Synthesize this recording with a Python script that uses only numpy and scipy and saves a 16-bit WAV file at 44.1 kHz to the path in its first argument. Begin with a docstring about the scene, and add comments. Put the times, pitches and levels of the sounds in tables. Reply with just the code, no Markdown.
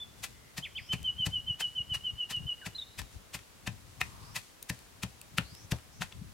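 """Pestle and mortar outdoors

A stone pestle pounds chillies and salt in a stone mortar on leaves: each stroke is a swarm of cracks filtered
by the bowl, a knock of stone on stone and damped low modes as the mortar thumps the ground. Grit ticks and wet
paste crackles, both as shaped noise. A bird trills in gliding near-sinusoids and others call further off as
narrow gliding bands, over the steady filtered noise of quiet air and an uneven low rumble with soft bumps.
"""
import sys
import numpy as np
from scipy import signal
from scipy.fft import rfft, irfft
from scipy.io import wavfile
from scipy.ndimage import uniform_filter1d

SR = 44100
rng = np.random.default_rng(int(sys.argv[2]) if len(sys.argv) > 2 else 0)


def waveform_to_disk(signal):
    """Save audio, clipped to [-1, 1], as 16-bit WAV at the path in sys.argv[1]."""
    frames = np.transpose(np.atleast_2d(signal))
    scaled = np.clip(frames, -1, 1) * 32767
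    samples = np.round(scaled).astype(np.int16)
    wavfile.write(sys.argv[1], SR, samples)


N = 279153
TIME = np.arange(N) / SR

# Pestle strokes and a last light touch: greatest_force_s, crunch_db, crunch_length_s,
# treble_tilt_db_per_octave, knock_db, knock_pitch_hz, thump_peak_db
STROKES = [ (0.241, -34, 0.012, 2.5, -49, 1880, -52.5), (0.5816, -36, 0.011, 1.5, -41.5, 1890, -33.5),
           (0.934, -35.5, 0.01, 0.5, -51, 1910, -26.5), (1.266, -33.5, 0.0086, 1.5, -50, 1050, -24.5),
           (1.608, -32.5, 0.011, 1, -41, 1630, -58), (1.9477, -37, .013, 0.5, -53, 1910, -55),
           (2.309, -35.5, 0.014, 1.5, -56, 2500, -45.5), (2.665, -38, 0.011, .5, -41.5, 2000, -33),
           (2.992, -36, 0.011, 1, -46, 2200, -44.5), (3.347, -35.5, 0.012, 1.6, -47, 1890, -38),
           (3.6753, -35.5, 0.0071, -0.8, -39, 1850, -28.5), (4.015, -31, .0055, -1, -30, 1860, -45),
           (4.364, -31.5, 0.015, 1.7, -43, 2020, -46), (4.7003, -34, 0.0052, 2.5, -37.5, 1770, -27.5),
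           (5.035, -34.5, 0.007, 1, -46, 1100, -27), (5.3839, -32.5, 0.0055, 0.5, -25.5, 1345, -24),
           (5.7204, -34, 0.0058, 1.3, -39.5, 1670, -20), (6.0207, -33.5, .013, -0.6, -34, 1440, -39),
           (6.1248, -53, 0.0057, -2.5, -49.5, 3440, -59)]
# Bird syllables that the song names: attack_s, release_s, contour as points of time_s, pitch_hz before a shift
FLICK = (0.02, 0.024, [(0, 2870), (.021, 3177), (.028, 3506), (.036, 2600), (.06, 1480)])
HELD = (0.04, 0.039, [(0, 2973), (.031, 3075), (.047, 3032), (.055, 2600), (.074, 1924)])
ARCH = (0.011, .006, [(0, 3220), (.006, 3700), (.015, 3880), (.021, 3860), (.026, 3610)])
PIP = (0.0037, 0.012, [(0, 3434), (.021, 3530), (.05, 3370)])
DIP = (0.0028, 0.0043, [(0, 1984), (.008, 1620), (.031, 1420), (.062, 2076)])


def undb(db):
    """Amplitude ratio: 20 dB is a factor of ten."""
    return 10 ** (np.asarray(db) / 20)


def unit(x):
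    """Normalisation of effective amplitude: scale to rms 1."""
    return x / np.sqrt(np.mean(x ** 2))


def burst(x, db):
    """Energy equivalence: a short sound gets the energy of 10 ms at this level."""
    energy = np.sum(np.atleast_2d(x) ** 2, axis=1).mean()
    return x * undb(db) * np.sqrt(SR / 100 / energy)


def add(out, s, x):
    """Linear superposition: mix a short sound into out from time s."""
    i = max(int(s * SR), 0)
    out[..., i:i + x.shape[-1]] += x[..., :N - i]


def colour(x, points, tilt_db=0):
    """Minimum-phase filtering: a causal response through (Hz, dB) points, tilted in dB per octave."""
    size = 8192
    hz, db = np.transpose(points)
    octave = np.log2(np.maximum(np.fft.rfftfreq(size, 1 / SR), 1))
    # the tilt pivots at 3 kHz and stops growing two octaves below it
    tilt = tilt_db * np.maximum(octave - np.log2(3000), -2)
    gain = undb(np.interp(octave, np.log2(hz), db) + tilt)
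    # folding the cepstrum onto positive time makes the response minimum phase
    cepstrum = irfft(np.log(gain))[:size // 2]
    cepstrum[1:] *= 2
    response = irfft(np.exp(rfft(cepstrum, size)))[None, :size // 2]
    return signal.fftconvolve(np.atleast_2d(x), response)[:, :x.shape[-1]]


def pan(left_db):
    """Interaural level difference: gains of the two channels, left above right by left_db."""
    return undb(np.array([[left_db], [-left_db]]) / 2)


def noise(size, side_db):
    """Partial coherence: a common mid noise plus an opposed side noise at side_db."""
    mid, side = rng.standard_normal((2, size))
    return mid + undb(side_db) * side * np.array([[1], [-1]])


def walk(rate):
    """Slow random modulation: smoothed steps at this rate in Hz, scaled to rms 1."""
    k = max(int(SR / rate), 1)
    steps = np.repeat(rng.standard_normal(N // k + 1), k)
    return unit(uniform_filter1d(steps, k)[:N])


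def ring(modes, length, scatter):
    """Modal superposition: decaying sines, each detuned a little at random on every blow."""
    t = TIME[:int(length * SR)]
    out = np.zeros(len(t))
    for hz, t60, db in modes:
        detuned_hz = hz * (1 + scatter * rng.standard_normal())
        out += undb(db - 60 * t / t60) * np.sin(2 * np.pi * detuned_hz * t)
    return out


def surroundings(x, t60, wet_db, top_hz, delay):
    """Diffuse scattering from ground and foliage: a decaying noise tail, different in each ear."""
    t = TIME[:SR]
    low_pass = signal.butter(1, min(top_hz, SR / 3), fs=SR)
    tail = signal.lfilter(*low_pass, rng.standard_normal((2, SR)))
    tail *= undb(-60 * t / t60) * (1 - np.exp(-(t / delay) ** 2))
    return signal.fftconvolve(x, undb(wet_db) * unit(tail) / np.sqrt(SR), axes=1)[:, :N]


def air(level_db=-57, waver_db=0.5):
    """Stationary broadband noise: steady outdoor hiss that wavers slightly."""
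    # spectrum of the outdoor air: frequency_hz, relative_db_per_hz
    air_spectrum = [(15, -29), (30, 3.5), (75, -4.5), (370, -7), (630, -9.5), (1000, -10), (2000, -13),
                    (3800, -15), (7500, -17.5), (11000, -20), (15500, -25)]
    hiss = unit(colour(noise(N, side_db=-1), air_spectrum))
    return hiss * undb(level_db + waver_db * walk(6.4)) * pan(0.98)


def rumble(flutter_db=3.5):
    """Power addition: uneven low noise swells after strokes and around soft bumps of about one cycle."""
    # level of the low rumble before its gain: time_s, level_db
    rumble_levels = [(0.0, -62.5), (0.63, -62), (0.88, -53), (1.16, -53.5), (1.43, -51.5), (1.62, -69),
                     (2.04, -62), (2.86, -70.5), (3.19, -66), (3.44, -73), (3.7, -53), (3.84, -57.5),
                     (4.32, -54.5), (4.53, -71), (4.95, -67), (5.59, -59.5), (5.75, -65), (6.33, -52.5)]
    # soft low bumps: centre_s, level_db, pitch_hz
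    bumps = [(1.202, -41.5, 129), (1.51, -38.5, 117), (1.806, -42.5, 103), (1.92, -39, 110),
             (1.968, -43, 109), (2.138, -41, 86), (2.408, -42, 142), (2.46, -37.5, 105), (3.012, -40, 113),
             (3.164, -41.5, 84), (5.345, -46, 128), (5.651, -44, 102), (6.013, -35.5, 153),
             (6.194, -41.5, 100), (6.221, -37.5, 173)]
    gain_db = -0.5  # on the rumble levels
    bump_s = 0.0038  # spread of a bump's bell-shaped amplitude
    flurry_db, flurry_s = -11, 0.035  # swell around each bump: level against the bump, half length
    settle_db, settle_s = -55, 0.096  # after each stroke, while the mortar settles on the leaves

    spectrum = [(15, -42), (35, -5.5), (65, 3), (120, 0), (200, -7.5), (320, -18.0), (600, -36.0), (2000, -48.0)]
    band = colour(noise(N, side_db=-3.0), spectrum)
    power = undb(np.interp(TIME, *np.transpose(rumble_levels)) + gain_db) ** 2
    settling = undb(settle_db) * np.exp(-TIME[:SR // 2] / settle_s)
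    for s, *_ in STROKES:
        add(power, s, settling ** 2)
    for s, db, _ in bumps:
        power += undb(db + flurry_db) ** 2 * np.exp(-((TIME - s) / flurry_s) ** 2)
    out = unit(band) * np.sqrt(power) * undb(flutter_db * walk(35))

    t = TIME[:SR // 10] - 0.05  # zero at the middle of the bump
    for s, db, hz in bumps:
        swell = np.sqrt(2) * undb(db) * np.exp(-0.5 * (t / bump_s) ** 2)
        add(out, s + t[0], swell * np.sin(2 * np.pi * (hz * t + rng.random())))
    return out * pan(6.4)


def whistle(syllable, db, shift_hz):
    """Frequency modulation: a gliding tone with a faint octave swells, holds and fades."""
    attack, release, contour = syllable
    when, hz = np.transpose(contour)
    t = TIME[:int(when[-1] * SR)]
    phase = 2 * np.pi * np.cumsum(np.interp(t, when, hz) + shift_hz) / SR
    tone = np.sqrt(2) * (np.sin(phase) + undb(-37.5) * np.sin(2 * phase))
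    opening = np.minimum(np.minimum(t / attack, (t[-1] - t) / release), 1)
    return tone * undb(db) * np.sin(np.pi / 2 * opening) ** 2


def birds(waver_hz=14):
    """Near-sinusoidal whistling: single notes and a trill, with echoes from the trees around the birds."""
    # single notes before and after the trill: start_s, syllable, level_db, pitch_shift_hz
    song = [(0, PIP, -44.5, 4), (0.618, FLICK, -40, 16), (0.746, FLICK, -38.5, 8),
            (0.882, HELD, -30.5, 7.5), (2.613, DIP, -53.5, 13), (2.745, ARCH, -40.5, 270),
            (2.778, ARCH, -37.5, 13), (2.810, ARCH, -41, -170)]
    # the trilled syllable: attack_s, release_s, contour as points of time_s, pitch_hz before a shift
    slur = (0.033, 0.012, [(0, 2980), (.021, 3093), (.044, 2948), (.06, 2895), (.082, 2893)])
    # the trill repeats one slur evenly, sinking and fading as it goes
    trill_start_s, trill_period_s, trill_count = 1.031, 0.1425, 11
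    trill_db, fade_db_per_s = -32, 1.9
    trill_shift_hz, sag_hz_per_s = 31.4, 46.4
    trill_echo_db, song_echo_db = 1.5, 3.5  # how strongly each reaches the trees

    notes, trill = np.zeros((2, N))
    for s, syllable, db, shift_hz in song:
        add(notes, s, whistle(syllable, db, shift_hz))
    for age in trill_period_s * np.arange(trill_count):
        shift_hz = trill_shift_hz - sag_hz_per_s * age + waver_hz * rng.standard_normal()
        add(trill, trill_start_s + age, whistle(slur, trill_db - fade_db_per_s * age, shift_hz))
    echoing = (notes * undb(song_echo_db) + trill * undb(trill_echo_db))[None]
    near = surroundings(echoing, t60=0.05, wet_db=-14.5, top_hz=7900, delay=0.0093)
    far = surroundings(echoing, t60=0.99, wet_db=-21.5, top_hz=8000, delay=0.012)
    return (notes + trill + near[0] + far[0]) * pan(0.14)


def paste(cling_db=-21, cling_s=0.09):
    """Random crackling: fine wet grains linger after each stroke and stir when the paste slides."""
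    # wet paste shifting in the bowl: centre_s, level_db, spread_s
    squelches = [(.2, -60, .02), (3.14, -61, 0.016), (3.93, -66, 0.04), (4.13, -71, 0.14),
                 (4.28, -63.5, 0.055), (4.48, -69, 0.034)]
    amount = np.zeros(N)
    for s, db, spread in squelches:
        amount += undb(db) * np.exp(-0.5 * ((TIME - s) / spread) ** 2)
    for s, db, *_ in STROKES:
        add(amount, s, undb(db + cling_db) * np.exp(-TIME[:SR // 4] / cling_s))
    # exponential chance in dB makes a few grains stand out
    grains = noise(N, side_db=-1.5) * undb(4.5 * np.minimum(rng.exponential(size=N), 5))
    spectrum = [(400, -29), (2000, 1.0), (7000, 0), (11000, -4.5), (16000, -16)]
    return amount * unit(colour(grains, spectrum)) * pan(1.3)


def cracks(t, rise, fall, grain_db, sharpness):
    """Pressure-driven fracture: random crack strengths under a pressure that swells and falls."""
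    pressure = np.exp(-0.5 * np.abs(t / np.where(t < 0, rise, fall)) ** sharpness)
    return pressure * undb(grain_db * np.minimum(rng.exponential(size=len(t)), 4))


def crush(t, rise, fall, tilt_db, grain_db=3, sharpness=1.287, lead=0.00066, ring_db=-35):
    """Source and resonator: brittle grains crack first by the lead, packed paste answers duller, stone rings."""
    # bowl and pestle, damped by hand and paste: frequency_hz, t60_s, level_db
    stone_modes = [(1060, 0.078, -11), (1368, 0.02, 0), (1576, 0.033, -20), (1953, 0.017, 2),
                   (2130, 0.018, -11), (2700, 0.02, -5), (2810, 0.009, -4.5), (3900, 0.015, -10),
                   (4630, 0.016, -17)]
    # colour of the crunch in the bowl: frequency_hz, gain_db
    bowl_colour = [(120, -19), (450, -8.5), (780, -2.5), (1300, -3), (1900, 0), (2600, 5), (3600, -1.5),
                   (5400, -4), (7800, -4), (10000, -8.5), (13000, -11.5), (16000, -21)]
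    brittle = cracks(t + lead, rise, fall, grain_db, sharpness) * noise(len(t), side_db=-5.5)
    brittle = colour(brittle, [(1500, -25.5), (3000, -5.5), (5500, -1.0)])
    packed = cracks(t, rise, fall, grain_db, sharpness) * noise(len(t), side_db=-24)
    packed = colour(packed, [(2500, 0.5), (4500, 1.0), (8000, -11.0)])
    force = brittle + packed
    stone_ring = ring(stone_modes, length=0.04, scatter=0.021)[None]
    body = signal.fftconvolve(force, stone_ring, axes=1)[:, :len(t)]
    return colour(force + undb(ring_db) * body, bowl_colour, tilt_db)


def knock(hz, t60=0.01, ring_db=-15):
    """Impulsive excitation: stone meets stone in a click and a brief ring whose pitch varies by landing."""
    # colour of stone meeting stone through the paste: frequency_hz, gain_db
    knock_colour = [(150, 0.5), (900, -25.5), (1300, -7), (2000, 1.5), (2800, 6), (3300, 0), (4400, -6.5),
                    (5500, -11), (9000, -18), (16000, -33)]
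    t = TIME[:SR // 20]
    click = signal.unit_impulse(len(t))
    return colour(click + undb(ring_db - 60 * t / t60) * np.cos(2 * np.pi * hz * t), knock_colour)


def ground_thump(thud_db=-20, thud_t60=0.14):
    """Damped oscillation on a cushion: the mortar rocks on soil and leaves, which rattle dully under it."""
    # the mortar rocking on the ground: frequency_hz, t60_s, relative_db
    ground_modes = [(71.9, 0.26, -14), (124.1, 0.13, -3), (159.6, 0.067, 2), (277, 0.087, -13)]
    thump = ring(ground_modes, length=0.2, scatter=0.077)
    age = TIME[:len(thump)]
    spectrum = [(80, -25.5), (200, 0.0), (300, -9.5), (450, -6.5), (800, -6.0), (1500, -20.5), (4000, -75)]
    thud = unit(colour(noise(len(age), side_db=-18), spectrum))
    cushion = 1 - np.exp(-age / 0.0016)  # leaves and soil soften the push
    thump = thump * cushion
    return thud * cushion * undb(thud_db - 60 * age / thud_t60) - thump / thump.max()


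def pounding():
    """Successive impacts: the pestle crushes grains and meets the stone, and the mortar thumps the ground."""
    # share of a crunch spent building up; a longer crunch peaks proportionally earlier and lingers:
    # crunch_length_s, share
    rise_share = [(.005, 0.63), (.013, 0.35)]
    # grit snapping between strokes: peak_s, level_db, treble_tilt_db_per_octave
    ticks = [(1.0302, -52, 6), (2.366, -55, 3.5), (3.0176, -47.5, 0.5), (3.392, -54, -1), (4.6278, -43, 11),
             (4.791, -57.5, 6), (5.2153, -48, 8.5), (5.551, -53, 4), (5.787, -56.5, -0.5)]
    thump_lag_s = 0.00197  # the mortar meets the ground just after the greatest force
    tick_s = 0.00088  # rise and fall of a snap

    out, low = np.zeros((2, 2, N))
    t = TIME[:SR // 5] - 0.05  # zero at the greatest force
    for s, db, length, tilt_db, knock_db, knock_hz, thump_db in STROKES:
        share = np.interp(length, *np.transpose(rise_share))
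        rise = length * np.clip(share, 0.1, 0.9)
        add(out, s + t[0], burst(crush(t, rise, length - rise, tilt_db), db))
        add(out, s, burst(knock(knock_hz), knock_db))
        add(low, s + thump_lag_s, undb(thump_db) * ground_thump())
    for s, db, tilt_db in ticks:
        add(out, s + t[0], burst(crush(t, tick_s, tick_s, tilt_db, lead=0), db))
    out = out * pan(3.4)
    near = surroundings(out, t60=0.12, wet_db=-14.0, top_hz=6000, delay=0.0034)
    far = surroundings(out, t60=0.28, wet_db=-27.5, top_hz=5360, delay=0.013)
    return out + near + far + low * pan(4.0)


def far_calls():
    """Quadrature modulation: low-passed noise on a gliding carrier, like a call smeared by many echoes."""
    # far calls, blurred by the trees: start_s, end_s, start_hz, end_hz, level_db, width_hz
    calls = [(0.287, 0.599, 2044, 2014, -67, 200), (0.729, 0.958, 4200, 6040, -61, 600),
             (3.931, 4.438, 1048, 1082, -59.5, 335), (4.176, 4.4, 4270, 5940, -62, 800),
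             (5.391, 5.624, 3540, 5800, -59.5, 520), (5.529, 5.681, 5200, 6150, -60, 1000),
             (5.906, 6.02, 5400, 6260, -62.5, 1200)]
    out = np.zeros((2, N))
    for start, end, from_hz, to_hz, db, width_hz in calls:
        size = int((end - start) * SR)
        phase = 2 * np.pi * np.cumsum(np.linspace(from_hz, to_hz, size)) / SR
        low_pass = signal.butter(2, width_hz / 2, fs=SR, output="sos")
        in_phase = signal.sosfilt(low_pass, noise(size, side_db=-0.5))
        quadrature = signal.sosfilt(low_pass, noise(size, side_db=-0.5))
        band = unit(in_phase * np.cos(phase) + quadrature * np.sin(phase))
        add(out, start, undb(db) * band * signal.windows.tukey(size, 0.6))
    return out


def scene():
    """Superposition of sources: the mortar close by, the birds and the air around it."""
    return air() + rumble() + birds() + paste() + pounding() + far_calls()


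def record(dry):
    """Band limiting: the microphone thins the deepest bass and the recorder cuts the top."""
    high_pass = signal.butter(2, 34, "high", fs=SR, output="sos")
    low_pass = signal.ellip(10, 0.1, 80, 15900, fs=SR, output="sos")
    return signal.sosfilt(low_pass, signal.sosfilt(high_pass, dry))


dry = scene()
out = record(dry)
waveform_to_disk(out)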